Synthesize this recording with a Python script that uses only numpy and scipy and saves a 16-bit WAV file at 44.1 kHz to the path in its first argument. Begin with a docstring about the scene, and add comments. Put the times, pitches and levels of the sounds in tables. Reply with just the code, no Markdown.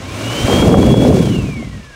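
"""An electric hand dryer in a tiled restroom runs up, is switched off and coasts down.
Its fan whines at the blade-passing frequency, over the broadband noise of rushing air, which
excites the resonances of the housing. A low drone accompanies the run-up, and the room rumbles.
The microphone moves through the air stream, whose eddies buffet it with low, gusty pressure
fluctuations and push the recorder into its limiter."""
import sys
import numpy as np
from scipy import signal
from scipy.fft import rfft, irfft
from scipy.io import wavfile
from scipy.ndimage import uniform_filter1d, minimum_filter1d

SR = 44100
rng = np.random.default_rng(int(sys.argv[2]) if len(sys.argv) > 2 else 0)


def to_wav(sig):
    """Store sig (one row per channel, or 1-D mono) as 16-bit WAV at the path in sys.argv[1].

    Samples outside -1..1 are clipped; the rate is SR.
    """
    pcm = np.clip(np.atleast_2d(sig), -1, 1) * 32767
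    pcm = np.round(pcm).astype(np.int16)
    wavfile.write(sys.argv[1], SR, pcm.T)  # frames by channels


N = 85995
T = np.arange(N) / SR


def amp(db):
    """Decibels to amplitude ratio."""
    return 10 ** (np.asarray(db) / 20)


def unit(x):
    """Normalisation to rms 1."""
    return x / np.sqrt(np.mean(x ** 2) + 1e-20)


def curves(rows):
    """Linear interpolation of each column over the times in the first."""
    times, *columns = np.transpose(rows)
    return [np.interp(T, times, column) for column in columns]


def spectrum_at(points, hz):
    """Interpolation on a logarithmic frequency axis."""
    f, value = np.transpose(points)
    return np.interp(np.log(hz + 1), np.log(f + 1), value)


def noise(shape):
    """Spectral shaping: white noise weighted by shape(Hz), at rms 1."""
    return unit(irfft(rfft(rng.standard_normal(N)) * shape(np.fft.rfftfreq(N, 1 / SR)), N))


def drift(rate_hz):
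    """Random fluctuation: noise low-passed at the given rate."""
    return noise(lambda f: 1 / (1 + (f / rate_hz) ** 2) ** 2)


START_HZ, TOP_HZ, RUN_UP_S = 1903, 3383, .25
OFF_S, COAST_S, COAST_POWER = 1.219, 1.05, 1.4
def fan_speed():
    """Blade-passing frequency in Hz: an exponential approach to top speed, then slowing by drag."""
    powered = TOP_HZ - (TOP_HZ - START_HZ) * np.exp(-np.minimum(T, OFF_S) / RUN_UP_S)
    return powered / (1 + np.maximum(T - OFF_S, 0) / COAST_S) ** COAST_POWER


# Each row: time in seconds, level of the direct whine at the moving microphone in dB.
WHINE_LEVEL = [(0, -43), (.06, -50), (.11, -39), (.2, -53), (.245, -32.5), (.31, -33), (.41, -26),
               (.445, -34), (.495, -23), (.56, -25), (.635, -23.5), (.67, -44.5), (.70, -32), (.765, -25.5),
               (.79, -45), (.825, -22), (.92, -22.5), (1.035, -28.5), (1.07, -38), (1.19, -59),
               (1.245, -37.5), (1.31, -38), (1.36, -32.5), (1.45, -44), (1.57, -36), (1.67, -45),
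               (1.70, -57), (1.745, -42.5), (1.795, -51), (1.84, -45.5), (1.95, -39)]
def whine(blade_hz):
    """Modulation by turbulence broadens the blade tone; reverberation prolongs its earlier pitches."""
    wobbling_hz = blade_hz * (1 + .0012 * drift(rate_hz=99))
    phasor = np.exp(2j * np.pi * np.cumsum(wobbling_hz) / SR)
    turbulence = amp(-10) * (drift(rate_hz=210) + 1j * drift(rate_hz=210)) / np.sqrt(2)
    tone = unit((phasor * (1 + turbulence)).real)
    direct_db = curves(WHINE_LEVEL)[0] + 1.6 * drift(rate_hz=22)
    room_db = -47 + 22 * np.log2(blade_hz / TOP_HZ)  # 22 dB weaker per halving of speed
    return tone * amp(direct_db) + reverberation(tone * amp(room_db))


# Each row: frequency in Hz, time for the tiled room to decay by 60 dB in seconds.
REVERB_TIMES = [(200, .8), (2500, 1.0), (10000, 0.85)]
def reverberation(x):
    """Dense reflections from the tiles decay exponentially, each band at its own rate."""
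    hz, t, bands = signal.stft(rng.standard_normal(SR), SR, nperseg=256)
    decay = np.exp(-np.log(1000) * t / spectrum_at(REVERB_TIMES, hz)[:, None])
    tail = signal.istft(bands * decay, SR, nperseg=256)[1]
    return signal.fftconvolve(x, tail / np.linalg.norm(tail))[:N]


def zero_phase(x, order, hz, kind):
    """Butterworth filtering forwards and backwards, which cancels the phase shift."""
    return signal.sosfiltfilt(signal.butter(order, hz, kind, fs=SR, output="sos"), x)


# Each row: time in seconds, level of the rushing air in dB.
AIR_LEVEL = [(0, -31.5), (.13, -27), (.25, -24), (.38, -21), (.5, -19), (.555, -18), (.59, -19),
             (.645, -21.5), (.73, -23), (.79, -23.5), (.83, -17.5), (.95, -21.5), (1.1, -26.5), (1.25, -27),
             (1.37, -29.5), (1.54, -33.5), (1.73, -37), (1.95, -38.5)]
# Each row: frequency in Hz, relative spectral density of the rush in dB.
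AIR_SPECTRUM = [(30, -30), (60, -37), (120, 5), (170, -14.5), (280, 4), (400, -3.5), (600, -1.5),
                (850, -11), (1080, -9), (1400, -10.5), (1950, -14.5), (3000, -15.5), (3700, -15.5),
                (5000, -18.5), (6500, -18), (8500, -21), (10500, -26), (12500, -31), (15500, -31.5)]
# Each row: resonant frequency of the housing in Hz, width in Hz, level relative to the rush in dB.
HOUSING_MODES = [(1067, 70, -15), (2288, 133, -14.5), (2790, 150, -17.5), (3150, 480, -20),
                 (5300, 340, -24.5), (6040, 250, -25.5)]
def rushing_air(blade_hz, treble_loss_db=14.5, bass_loss_db=6.5):
    """Flow noise excites the housing's resonances; it brightens with speed and loses bass in coasting."""
    rush = noise(lambda f: amp(spectrum_at(AIR_SPECTRUM, f)))
    octaves = np.log2(blade_hz / TOP_HZ)  # both losses are per halving of fan speed
    treble_change = zero_phase(rush, 1, 8000, "high") * (amp(treble_loss_db * octaves) - 1)
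    bass_change = zero_phase(rush, 2, 1500, "low") * (amp(bass_loss_db * octaves * (T > OFF_S)) - 1)
    resonances = sum(amp(db) * noise(lambda f: 1 / (1 + 2 * ((f - hz) / width) ** 2))
                     for hz, width, db in HOUSING_MODES)
    level_db = curves(AIR_LEVEL)[0] + .93 * drift(rate_hz=61)
    return (rush + treble_change + bass_change + resonances) * amp(level_db)


# Each row: time in seconds, frequency of the drone in Hz, level in dB.
DRONE_GLIDE = [(0, 100, -36), (.08, 94, -34), (.14, 97, -27), (.19, 104, -35), (.24, 111, -21.5),
               (.31, 118, -24), (.34, 123, -37), (.45, 130, -80)]
def drone(flutter_db=1):
    """A low tone climbs during the run-up, wavering by random amplitude modulation."""
    hz, db = curves(DRONE_GLIDE)
    tone = unit(np.sin(2 * np.pi * np.cumsum(hz) / SR))
    return tone * amp(db + flutter_db * drift(rate_hz=35))


# Each row: frequency in Hz, relative spectral density of the room's rumble in dB.
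RUMBLE_SPECTRUM = [(20, -17), (45, -1), (65, 3), (100, -9), (200, -36), (600, -35), (2000, -80)]
def room_rumble():
    """Stationary low-frequency noise forms the background of the room."""
    return amp(-37.5) * noise(lambda f: amp(spectrum_at(RUMBLE_SPECTRUM, f)))


# Each row: time in seconds, level of the stream on the microphone in dB, upper corner in Hz.
AIR_STREAM = [(0, -34, 314), (.39, -27, 301), (.425, -21, 525), (.475, -21, 563), (.52, -11.5, 570),
              (.62, -12.5, 574), (.70, -7.5, 700), (.77, -6.5, 583), (.85, 0, 510), (1.0, -6.5, 493),
              (1.17, -9.5, 495), (1.27, -14, 400), (1.38, -13.5, 295), (1.46, -19.5, 280), (1.6, -23, 274),
              (1.7, -25.5, 208), (1.79, -25.5, 186), (1.86, -34.5, 170), (1.95, -51, 163)]
# Each row: frequency in Hz, relative spectral density in dB before the roll-off at the corner.
BUFFET_SPECTRUM = [(15, -32), (30, -48), (55, -1), (90, -1), (130, 3.5), (250, 1.5), (330, -3), (450, -1.5),
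                   (800, -7)]
def buffeting(swing_db=.5, swing_octaves=.15, rolloff_order=4.3):
    """Turbulent pressure on the microphone: the harder an eddy hits, the higher its rumble reaches."""
    level_db, corner_hz = curves(AIR_STREAM)
    eddies = drift(rate_hz=69)
    corner_hz = corner_hz * 2 ** (swing_octaves * eddies)
    hz, centres_hz = np.fft.rfftfreq(N, 1 / SR), np.geomspace(20, 5000, 25)
    spectrum = rfft(rng.standard_normal(N)) * amp(spectrum_at(BUFFET_SPECTRUM, hz))
    # Overlapping triangular bands let the corner move over time.
    bands = np.array([irfft(spectrum * np.interp(hz, centres_hz, peak, right=0), N)
                      for peak in np.eye(len(centres_hz))])
    rolloff = 1 / np.sqrt(1 + (centres_hz[:, None] / corner_hz) ** (2 * rolloff_order))
    return unit((bands * rolloff).sum(0)) * amp(level_db + swing_db * eddies)


def add_eddy(mix, start_s, db, corner_hz, attack_s=.002, decay_s=.004, rolloff_order=3.3):
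    """Mixes in one eddy's impact: a transient of low noise with fast rise and exponential decay."""
    t = T[:2048]
    ratio = np.fft.rfftfreq(len(t), 1 / SR) / corner_hz
    passband = ratio / np.sqrt(1 + ratio ** (2 * rolloff_order + 2))
    body = irfft(rfft(rng.standard_normal(len(t))) * passband)
    burst = body * np.minimum(t / attack_s, 1) * np.exp(-t / decay_s)
    burst *= amp(db) * np.sqrt(decay_s * SR / np.sum(burst ** 2))  # energy of db held for decay_s
    span = mix[round(start_s * SR):][:len(burst)]
    span += burst[:len(span)]


def sputter(eddies_per_s=45, relative_db=-13.5, spread_db=6.5):
    """Small eddies arrive as a Poisson process, following the stream in level and bandwidth."""
    out = np.zeros(N)
    level_db, corner_hz = curves(AIR_STREAM)
    for i in np.flatnonzero(rng.random(N) < eddies_per_s / SR):
        db = level_db[i] + relative_db + spread_db * rng.standard_normal()
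        add_eddy(out, T[i], db, .98 * corner_hz[i])
    return out


# Each row: centre of the pulse in seconds, peak level in dB, half width in seconds.
PRESSURE_PULSES = [(0.421, -15.5, 0.0029), (0.4504, -5.5, 0.0024), (0.611, -15, 0.0038)]
def pressure_pulses():
    """As the jet first meets the microphone, large eddies give bipolar pulses: suction, then a push."""
    return sum(amp(db) * (T - centre) / width * np.exp(.5 - .5 * ((T - centre) / width) ** 2)
               for centre, db, width in PRESSURE_PULSES)


# Each row: start of the gust in seconds, level in dB, upper corner in Hz.
STRONG_GUSTS = [(0.481, -12, 825), (0.498, -10, 740), (0.527, -16, 1150), (.58, -26, 900),
                (0.592, -14.5, 780), (0.625, -12, 780), (.65, -12, 680), (.69, -11.5, 940),
                (0.713, -14, 885), (.741, -2, 770), (0.829, -7, 694), (.904, -8, 596), (0.94, -4.5, 587),
                (1.021, -12, 650), (1.05, -7, 510), (1.125, -12, 560), (1.359, -20, 450), (1.386, -8, 206),
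                (1.438, -22.5, 425), (1.487, -17.5, 392), (1.626, -23, 390), (1.751, -23, 200)]
def gusts():
    """Turbulence is intermittent: strong eddies strike the microphone as separate bursts."""
    out = np.zeros(N)
    for start_s, db, corner_hz in STRONG_GUSTS:
        add_eddy(out, start_s, db, corner_hz)
    return out


def scene():
    """Superposition of the dryer, the room and the air stream at one microphone."""
    blade_hz = fan_speed()
    airborne = whine(blade_hz) + rushing_air(blade_hz) + drone() + room_rumble()
    return (airborne + buffeting() + sputter() + pressure_pulses() + gusts())[None]


def record(dry, low_cut_hz=33, ceiling=.97, recovery_db_per_s=99, band_limit_hz=15800):
    """Peak limiting ducks everything under the gusts, after a low cut and before the band limit."""
    dry = zero_phase(dry, 2, low_cut_hz, "high")
    excess_db = np.maximum(20 * np.log10(abs(dry[0]) / ceiling + 1e-9), 0)
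    recovery_db = T * recovery_db_per_s
    reduction_db = np.maximum.accumulate(excess_db + recovery_db) - recovery_db
    # The gain eases down just ahead of each peak.
    gain_db = uniform_filter1d(minimum_filter1d(-reduction_db, size=129), size=129)
    low_pass = signal.firwin(511, band_limit_hz, window=("kaiser", 9), fs=SR)
    return signal.oaconvolve(dry * amp(gain_db), low_pass[None], "same")


dry = scene()
out = record(dry)
to_wav(out)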